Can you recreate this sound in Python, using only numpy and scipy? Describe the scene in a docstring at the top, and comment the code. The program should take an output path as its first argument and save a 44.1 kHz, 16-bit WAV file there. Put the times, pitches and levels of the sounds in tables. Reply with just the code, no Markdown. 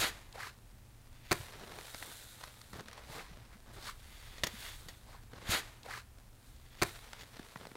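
"""A snowy yard on a still night: someone shovels a few steps away.
The plastic blade crunches in, squeaks free and slaps its load down; this stroke is heard twice,
at the start and near the end. In between the blade knocks on packed snow, powder sifts down,
clods patter and boots crunch, over a faint low rumble.
The crunching is filtered clicks: ice bonds snapping in clumps."""
import sys
import numpy as np
from scipy import signal
from scipy.io import wavfile
from scipy.ndimage import uniform_filter1d

SR = 44100
rng = np.random.default_rng(int(sys.argv[2]) if len(sys.argv) > 2 else 0)


def wrap_up_sound(samples):
    """Save the sound to the file named by the first command line argument, as 16-bit audio."""
    columns = np.atleast_2d(samples).T
    # keep every value between -1 and 1, then stretch to whole-number steps
    tamed = np.clip(columns, -1, 1)
    steps = np.round(tamed * 32767).astype(np.int16)
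    wavfile.write(sys.argv[1], SR, steps)


N = 342216
TIME = np.arange(N) / SR
SLAP_S, STROKE_GAP_S = 6.8165, 5.5055  # the load lands; the same stroke is heard again this much earlier
EDGE_HZ = 15850


def amp(db):
    """Decibels to gain."""
    return 10 ** (np.asarray(db) / 20)


def unit(x):
    """Scale to rms 1."""
    return x / np.sqrt(np.mean(x ** 2) + 1e-20)


def add(mix, start_s, sound):
    """Mix a sound in at start_s."""
    part = mix[max(round(start_s * SR), 0):][:len(sound)]
    part += sound[:len(part)]


def twice(x):
    """Add a copy one stroke gap earlier."""
    gap = round(STROKE_GAP_S * SR)
    return x + np.pad(x[gap:], (0, gap))


def colour(x, spectrum, size=4096):
    """Minimum-phase filter from rows of freq_hz, gain_db; attacks stay sharp."""
    hz, db = np.transpose(spectrum)
    bins_hz = abs(np.fft.fftfreq(size, 1 / SR))
    log_gain = np.log(amp(np.interp(np.log(bins_hz + 1), np.log(hz + 1), db)))
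    taps = np.fft.ifft(np.exp(np.conj(signal.hilbert(log_gain)))).real[:size // 2]
    return signal.oaconvolve(x, taps)[:len(x)]


def band(x, hz, kind, order=2):
    """Butterworth low-pass or high-pass."""
    return signal.sosfilt(signal.butter(order, min(hz, EDGE_HZ), kind, fs=SR, output="sos"), x + 1e-18)


def resonate(x, hz, width_hz):
    """Two-stage resonance that can follow a pitch curve."""
    carrier = np.exp(2j * np.pi * np.cumsum(hz * np.ones(len(x))) / SR)
    pole = np.exp(-np.pi * width_hz / SR)
    baseband = signal.lfilter([1], [1, -2 * pole, pole ** 2], x * carrier.conj() + 1e-18)
    return unit((carrier * baseband).real)


def swell(peak_s, rise_s, fall_s, roundness=1):
    """Gain 1 at the peak, -20 dB one rise before and one fall after; roundness 1 pointed, 2 a bell."""
    away = np.maximum((peak_s - TIME) / rise_s, (TIME - peak_s) / fall_s)
    return amp(-20 * away ** roundness) * (away < 3)


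def swells(rows, roundness):
    """Power sum of swells from rows of peak_s, rise_s, fall_s, gain_db."""
    return np.sqrt(sum((amp(db) * swell(*timing_s, roundness)) ** 2 for *timing_s, db in rows))


def grains(per_s, spread_db, clump_db, clump_s):
    """Ice bonds snap: clicks of uneven size, in clumps."""
    chance, size, sign = rng.random((3, N), dtype=np.float32)
    at, clicks = np.flatnonzero(chance < per_s / SR), np.zeros(N)
    clumps = np.clip(rng.standard_normal(8000), -2, 2)
    db = spread_db * np.minimum(-np.log(1 - size[at]), 4)
    db = db + clump_db * np.interp(TIME[at] / clump_s, np.arange(len(clumps)), clumps)
    clicks[at] = amp(db) * np.sign(sign[at] - 0.5)
    return unit(clicks)


def crumble(clicks, decay_s):
    """Each grain breaks up as one of six short noise bursts."""
    t = TIME[:512]
    choice = rng.integers(0, 6, N)
    bursts = rng.standard_normal((6, len(t))) * np.exp(-t / decay_s) * (1 - np.exp(-2 * t / decay_s))
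    return unit(sum(signal.oaconvolve(clicks * (choice == k), unit(bursts[k]))[:N] for k in range(6)))


def blow(db, bright_hz, decay_s, spectrum, rise_s, size=4096):
    """A burst of crushed crystals with the energy of 5 ms at level db."""
    t = TIME[:size]
    burst = rng.standard_normal(size) * np.exp(-t / decay_s) * (1 - np.exp(-(t / rise_s) ** 2))
    sound = band(colour(burst, spectrum), bright_hz, "low", order=1)
    return amp(db) * unit(sound) * np.sqrt(0.005 * SR / size)


def blade(x, dry_db):
    """The plastic blade rings briefly with whatever touches it."""
    # blade modes: freq_hz, width_hz, gain_db
    modes = [(964, 35, -4), (1236, 48, -8), (1954, 47, -9), (2050, 29, -6.5), (3340, 27, 1),
             (3410, 41, -14), (3550, 85, -1), (4540, 63, 2.5), (5460, 110, -5), (6770, 130, 5),
             (7200, 73, -13)]
    t, ring = TIME[:2048], 0
    for hz, width_hz, db in modes:
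        envelope = amp(db) * 2 * np.pi * width_hz / SR * np.exp(-np.pi * width_hz * t)
        ring += envelope * np.cos(2 * np.pi * hz * t)
    return amp(dry_db) * x + signal.oaconvolve(x, ring)[:N]


def thud():
    """Packed snow rings dully under a blow."""
    # snow modes: freq_hz, gain_db, t60_s
    modes = [(90, -40, 0.18), (123, -34, 0.11), (157, -28, 0.066), (243, -25.5, 0.037), (352, -23.5, 0.056),
             (553, -30, .025), (702, -25.5, 0.039), (1087, -22, 0.037)]
    t = TIME[:SR // 3]
    ring = sum(amp(db - 60 * t / t60_s) * np.sin(2 * np.pi * hz * t) for hz, db, t60_s in modes)
    return ring * (1 - np.exp(-t / 0.001))


def night():
    """Drifting low rumble, soft hiss and a faint wavering hum."""
    # night air spectrum: freq_hz, gain_db
    spectrum = [(12, -34), (20, -3.5), (38, -5), (96, -11.5), (123, -10.5), (146, -25), (222, -21),
                (388, -30.5), (624, -31.5), (759, -31), (1000, -34), (1120, -34), (6010, -42),
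                (8650, -40.5), (16000, -45)]
    # rumble drift: time_s, gain_db
    drift = [(0, 3), (.7, -1.5), (1.3, 0.5), (2.1, -7.5), (3.0, -1), (4.0, 3), (5.4, 1), (6.2, -1.5),
             (6.8, 1), (7.7, -9)]
    air_db, rumble_hz, hum_db, hum_hz = -56, 86, -68.5, 120.8
    air = unit(colour(rng.standard_normal(N), spectrum, size=16384))
    rumble = signal.sosfiltfilt(signal.butter(2, rumble_hz, fs=SR, output="sos"), air)
    air += rumble * (amp(np.interp(TIME, *np.transpose(drift))) - 1)
    wander_cycles = 0.607 * np.cumsum(rng.standard_normal(N)) / np.sqrt(SR)
    hum = np.sqrt(2) * np.sin(2 * np.pi * (hum_hz * TIME + wander_cycles))
    return amp(air_db) * air + amp(hum_db) * hum


def yard(x):
    """Snow swallows most of the sound; the walls return a weak dull scatter."""
    t, t60_s, wet_db = TIME[:SR // 2], 0.21, -22
    tail = band(rng.standard_normal(len(t)) * amp(-60 * t / t60_s) * (t > 0.008), 3600, "low")
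    return x + amp(wet_db) * signal.oaconvolve(x, tail / np.linalg.norm(tail))[:N]


def steps():
    """Snow collapses under a boot in small dull jerks while the weight bears down."""
    # footfalls: start_s, length_s, level_db
    footfalls = [(1.536, 0.29, -54), (1.998, 0.12, -56.5), (2.726, 0.073, -47), (3.078, .13, -53.5),
                 (3.303, 0.114, -64.5), (3.65, 0.076, -58), (3.723, 0.06, -53), (4.79, .12, -61.5),
                 (5.31, 0.14, -55), (7.576, 0.071, -54)]
    # boot crunch spectrum: freq_hz, gain_db
    spectrum = [(47, -27.5), (80, 1.5), (280, -7.5), (339, -5), (412, -3), (560, -6.5), (1680, -11.5),
                (2470, -19.5), (3630, -17), (8000, -30), (10400, -63), (17600, -120)]
    attack_s, release_s = 0.022, 0.012
    weight, t = np.zeros(N), TIME[:SR // 2]
    for start_s, length_s, db in footfalls:
        release = np.exp(-np.maximum(t - length_s, 0) / release_s)
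        add(weight, start_s, amp(db) * np.minimum(t / attack_s, 1) * release)
    return unit(colour(grains(1300, 2.15, 3.3, 0.0078), spectrum)) * weight


def thumps():
    """Deep snow cushions a weight: a few low cycles, no ring."""
    # boots and lumps sinking in: start_s, level_db, pitch_hz
    impacts = [(1.394, -37.5, 105), (2.78, -45, 154), (2.85, -53, 220), (3.087, -44, 140),
               (3.305, -48, 170), (3.548, -50.5, 201), (4.531, -47, 210), (4.858, -49, 150)]
    out, t = np.zeros(N), TIME[:round(0.024 * SR)]
    for start_s, db, hz in impacts:
        add(out, start_s, amp(db) * np.sin(2 * np.pi * hz * t) * np.hanning(len(t)))
    return out


def slides():
    """Loose snow slides along the blade, also before each load lands."""
    # slides: peak_s, rise_s, fall_s, gain_db
    runs = [(4.28, .42, .24, -56.5), (4.49, .025, 0.23, -50.5), (4.64, 0.21, 0.21, -49),
            (4.9, .03, 0.11, -61), (7.218, 0.098, 0.03, -53.5)]
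    # sliding spectrum: freq_hz, gain_db
    spectrum = [(200, -6), (500, -7.5), (1000, -5.5), (2000, 0.5), (3500, -2.5), (5000, -8.5),
                (8000, -17.5), (12000, -16.5)]
    flow = swells(runs, roundness=1.58) + twice(amp(-56) * swell(SLAP_S, 0.24, 0.024))
    friction = blade(grains(3000, 2.9, 3.1, 0.014), dry_db=-3.5)
    return amp(-0.5) * unit(colour(friction, spectrum)) * flow


def spill(gain_db, fall_s):
    """Envelope of snow spilling from each landed load."""
    return twice(amp(gain_db) * swell(SLAP_S + 0.013, 0.024, fall_s))


def crumbs():
    """Crumbs roll in showers; small clods fall at random among them."""
    # showers: peak_s, rise_s, fall_s, gain_db
    showers = [(1.85, .7, 1, -54), (2.44, .12, 0.27, -54), (2.93, 0.24, 0.36, -53),
               (3.3, 0.074, 0.42, -59.5), (4.4, 0.74, 0.79, -58.5), (7.38, 0.14, 0.55, -54.5)]
    # crumb spectrum: freq_hz, gain_db
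    crumb_spectrum = [(150, -51), (250, -28), (363, -9), (393, -10), (426, 0.5), (480, -2.5), (705, -2),
                      (1200, -4.5), (2240, -4.5), (6000, -13), (7800, -39), (13200, -120)]
    # small clod spectrum: freq_hz, gain_db
    patter_spectrum = [(120, -14), (350, -4.5), (900, -2.5), (2000, -0.5), (2900, -6), (4300, -3),
                       (7000, -16), (16000, -23)]
    flow = np.hypot(swells(showers, roundness=1.31), spill(gain_db=-49, fall_s=0.73))
    rolling = unit(colour(grains(1500, 3.0, 2.8, 0.012), crumb_spectrum))
    patter = unit(colour(crumble(grains(45, 2.0, 0.8, 0.078), decay_s=0.0015), patter_spectrum))
    return (amp(-4.5) * rolling + amp(-8) * patter) * flow


def powder():
    """Fine powder hisses down; ice grains tick in it."""
    # clouds and puffs: peak_s, rise_s, fall_s, gain_db
    clouds = [(2.03, .6, 0.87, -53), (2.785, 0.19, .05, -63), (3.14, 0.14, 0.14, -57.5),
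              (3.735, .015, .12, -62), (4.15, 0.65, 1.3, -64), (4.63, 0.24, 0.41, -53.5),
              (6.47, .12, .3, -68.5), (7.5, 1.1, 1.5, -66.5)]
    # powder spectrum: freq_hz, gain_db
    spectrum = [(300, -41), (1500, 3), (2600, -5.5), (3800, 5), (5200, -4.5), (8500, -0.5), (14000, -5.5),
                (16000, -10)]
    flow = np.hypot(swells(clouds, roundness=1.17), spill(gain_db=-52.5, fall_s=0.36))
    hiss = grains(4000, 1.9, 0.89, 0.015)
    ticks = crumble(grains(160, 2.1, 1.5, 0.03), decay_s=0.0005)
    return amp(1.94) * unit(colour(hiss + amp(-15) * ticks, spectrum)) * flow


def stray_crumbs():
    """A few crumbs drop at any time."""
    spectrum = [(200, -9), (600, -0.5), (1800, -4.5), (2800, -13), (4200, -6.5), (16000, -23)]
    return amp(-72.5) * unit(colour(grains(80, 2.7, 1.9, 0.089), spectrum))


def clods():
    """Heavy clods pat dully, bits of crust tick."""
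    # large clods and crust snaps: time_s, gain_db, weight_db, treble_db
    drops = [(1.634, -42.5, -9, -21), (1.717, -40, -22, -6), (1.784, -39.5, -30, -6.5),
             (1.943, -34, -16, -4.5), (2.023, -34.5, -21, -19), (2.409, -45, -28, -7),
             (2.435, -35.5, -33, -4), (2.612, -43.5, -34, 2), (2.729, -39.5, -23, -5.5),
             (2.804, -44, -3, 0), (2.881, -40, -26, -5), (2.928, -43, -20, 0), (2.975, -42.5, -25, -11),
             (3.369, -46.5, -13, -5), (5.331, -43, -7, -10), (7.129, -36.5, -35.5, -6),
             (7.365, -46, -13, 0), (7.392, -40, -4, -5), (7.556, -35.5, -13, -18), (7.65, -39.5, -15, -11),
             (7.667, -41.5, -11, -4), (7.713, -43.5, -12, -12), (7.751, -42, -6, -6.5)]
    out = np.zeros(N)
    for time_s, db, weight_db, treble_db in drops:
        bass_db = weight_db + 16.5
        spectrum = [(50, bass_db - 15), (150, bass_db), (420, bass_db - 1.5), (850, -2), (2000, -4.5),
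                    (2800, -13.5), (4000, treble_db - 4), (9000, treble_db - 13), (16000, treble_db - 21)]
        pat = blow(db + 0.45 * max(bass_db, 0), 10500, 0.0021, spectrum, rise_s=0.0014)
        add(out, time_s + 0.0018, pat)
    return amp(-6.5) * out


def knocks():
    """The blade hits packed snow, rebounds and touches again."""
    # blade contacts: start_s, gain_db, bright_hz, decay_s
    contacts = [(4.4352, -21, 5000, 0.0027), (4.4382, -25, 9000, 0.0068), (4.462, -37, 2500, 0.012),
                (4.468, -32, 15000, 0.003), (4.4703, -31.5, 15000, 0.0049), (4.381, -42, 6000, 0.011),
                (4.885, -38, 12100, 0.0092), (7.193, -47, 6000, .007), (7.208, -42.5, 6000, .008),
                (7.22, -47, 8000, 0.0039), (7.233, -45, 6000, .004)]
    # knock spectrum: freq_hz, gain_db
    spectrum = [(60, -8), (130, -2.5), (210, -4), (380, -9), (620, -7), (1200, -12), (1900, -4),
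                (2600, -11.5), (3350, -7.5), (6600, -11.5), (8000, -16.5), (16000, -17)]
    out = np.zeros(N)
    for start_s, db, bright_hz, decay_s in contacts:
        add(out, start_s, blow(db, bright_hz, decay_s, spectrum, rise_s=0.00044))
    out = amp(-7.5) * blade(out, dry_db=1.5)
    add(out, contacts[0][0], amp(-11.5) * thud())  # the hardest knock shakes the snow
    return out


def squeaks():
    """The slips briefly fall into step: a short, unsteady, rising note."""
    # cold snow squeaks: start_s, gain_db, start_hz
    notes = [(3.185, -48.5, 2240), (3.198, -51.5, 1300), (3.86, -54, 1190), (3.882, -44.5, 1072),
             (5.138, -53.5, 913), (5.852, -53, 460), (5.879, -47.5, 733), (5.899, -48.5, 1424),
             (5.928, -43.5, 1786), (5.966, -48, 1030)]
    length_s, octaves_per_s = 0.022, 9.1
    out, t = np.zeros(N), TIME[:round(length_s * SR)]
    for start_s, db, start_hz in notes:
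        jitter = unit(uniform_filter1d(rng.standard_normal(4096), size=24))[:len(t)]
        hz = start_hz * 2 ** (octaves_per_s * t) * (1 + 0.17 * jitter)
        note = np.sin(2 * np.pi * np.cumsum(hz) / SR) * np.hanning(len(t))
        add(out, start_s, amp(db) * unit(note))
    return amp(-3) * out


def scrapes():
    """Stick-slip rings the hollow under the blade; it shrinks on the draw, so the pitch climbs."""
    # blade drags: peak_s, rise_s, fall_s, gain_db, hollow_hz, grit_db
    drags = [(2.985, .04, 0.062, -52.5, 780, -11.5), (3.17, 0.14, 0.16, -49, 725, -6),
             (3.535, 0.039, .04, -56.5, 1290, -11), (3.882, .11, 0.06, -46.5, 1120, -1.5),
             (5.118, 0.077, 0.11, -55, 780, -8), (5.861, 0.025, .022, -48.5, 630, -10),
             (5.925, 0.081, 0.1, -44, 1200, -7.5), (5.972, 0.1, 0.056, -46, 1370, -6.5)]
    # grit spectrum: freq_hz, gain_db
    grit_spectrum = [(1530, -38.5), (2600, -5.5), (4230, 2), (5650, -6), (8070, -8), (13600, -15),
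                     (16000, -18)]
    rub_spectrum = [(150, -34), (500, 5), (1100, -2.5), (2150, 9), (2700, -7), (6000, -39)]
    octaves_per_s, release_s = 6.1, 5.831
    force, grit_gain, hz = np.zeros(N), np.zeros(N), np.full(N, drags[0][4], float)
    for peak_s, rise_s, fall_s, db, hollow_hz, grit_db in drags:
        pull = amp(db) * swell(peak_s, rise_s, fall_s, roundness=1.56)
        leads = pull > force  # the strongest drag sets the sound
        force[leads], grit_gain[leads] = pull[leads], amp(grit_db)
        hz[leads] = hollow_hz * 2 ** (octaves_per_s * np.clip(TIME[leads] - peak_s, -rise_s, fall_s))
    slips = grains(5000, 1.6, 1.5, 0.0038)
    hollow = resonate(slips, hz, width_hz=670) + amp(1) * resonate(slips, hz * 1.4, width_hz=1000)
    rub = unit(colour(slips, rub_spectrum))
    body = unit(hollow + amp(-3.5) * rub)
    grit = unit(colour(slips, grit_spectrum)) * grit_gain
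    out = (amp(-2) * body + amp(1) * grit) * force
    add(out, release_s, blow(-53, 9000, 0.0023, grit_spectrum, rise_s=0.00083))  # blade ticks free
    return out


def slap():
    """A load lands as a quick run of lumps; the heaviest sets the packed snow thudding."""
    # lumps of one load: delay_s, level_db, bright_hz, decay_s
    lumps = [(-.0004, -30, 2200, 0.0039), (.0055, -25, 6900, 0.001), (.008, -29.5, 2480, 0.0023),
             (.014, -29, 14000, 0.0012), (0.0167, -32, 9000, .0022), (.022, -46, 1200, .007)]
    # lump impact spectrum: freq_hz, gain_db
    spectrum = [(100, -16.5), (300, -3), (700, -3), (1150, -2), (2300, -3), (3100, -13), (4400, -3),
                (5800, -10.5), (7500, -10), (16000, -10.5)]
    out = np.zeros(N)
    for delay_s, db, bright_hz, decay_s in lumps:
        add(out, SLAP_S + delay_s, blow(db, bright_hz, decay_s, spectrum, rise_s=0.0011))
    add(out, SLAP_S + 0.00426, thud())
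    return out


def thrust():
    """The edge bites with a bump, breaks crust and crystals, then stalls; the buried blade rubs dully."""
    # crunch spectrum: freq_hz, gain_db
    spectrum = [(100, -14.5), (250, -10.5), (380, -8), (520, -10), (850, -6.5), (1450, -6), (2000, -4.5),
                (2700, -7.5), (3800, -5), (5200, -10.5), (7000, -8), (13000, -10.5), (16000, -19)]
    bite_s, crust_s, peak_s, stall_s = 5.493, 5.511, 5.54, 5.594
    crunch = colour(blade(grains(16000, 2.3, 0.57, 0.0031), dry_db=6), spectrum)
    mid_ring = resonate(crunch, 1370, width_hz=580)
    body = unit(unit(band(crunch, 4160, "low", order=4)) + amp(-15) * mid_ring)
    grit = unit(band(crunch, 4800, "high", order=4))
    rub = unit(band(colour(grains(9000, 2.8, 1.2, 0.005), spectrum), 2260, "low", order=1))
    stall_db = -14 * np.clip((TIME - stall_s) / 0.026, 0, 1)
    body *= amp(-31 + stall_db / 2) * swell(peak_s, 0.072, 0.092, roundness=1.22)
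    grit *= amp(-35 + stall_db) * swell(crust_s, 0.032, 0.18, roundness=0.72)
    rub *= amp(-45.5) * swell(peak_s, 0.18, 0.25)
    out = body + grit + rub
    t = TIME[:SR // 4]
    bump = np.sin(2 * np.pi * 95 * t) * np.exp(-t / 0.012)
    bump += 0.77 * np.sin(2 * np.pi * 190 * t) * np.exp(-t / 0.0053)
    add(out, bite_s, amp(-29) * bump)
    return out


def scene():
    """Shovel work over the quiet of the night, mono."""
    strokes = twice(thrust() + scrapes() + squeaks() + slap())
    boots = steps() + thumps()
    loose_snow = slides() + crumbs() + powder() + stray_crumbs()
    work = strokes + boots + loose_snow + knocks() + clods()
    return (yard(work) + night())[None]


def record(dry):
    """Steep low-pass at EDGE_HZ."""
    taps = signal.firwin(511, EDGE_HZ, window=("kaiser", 9), fs=SR)
    return signal.oaconvolve(dry, taps[None], "same")


dry = scene()
out = record(dry)
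wrap_up_sound(out)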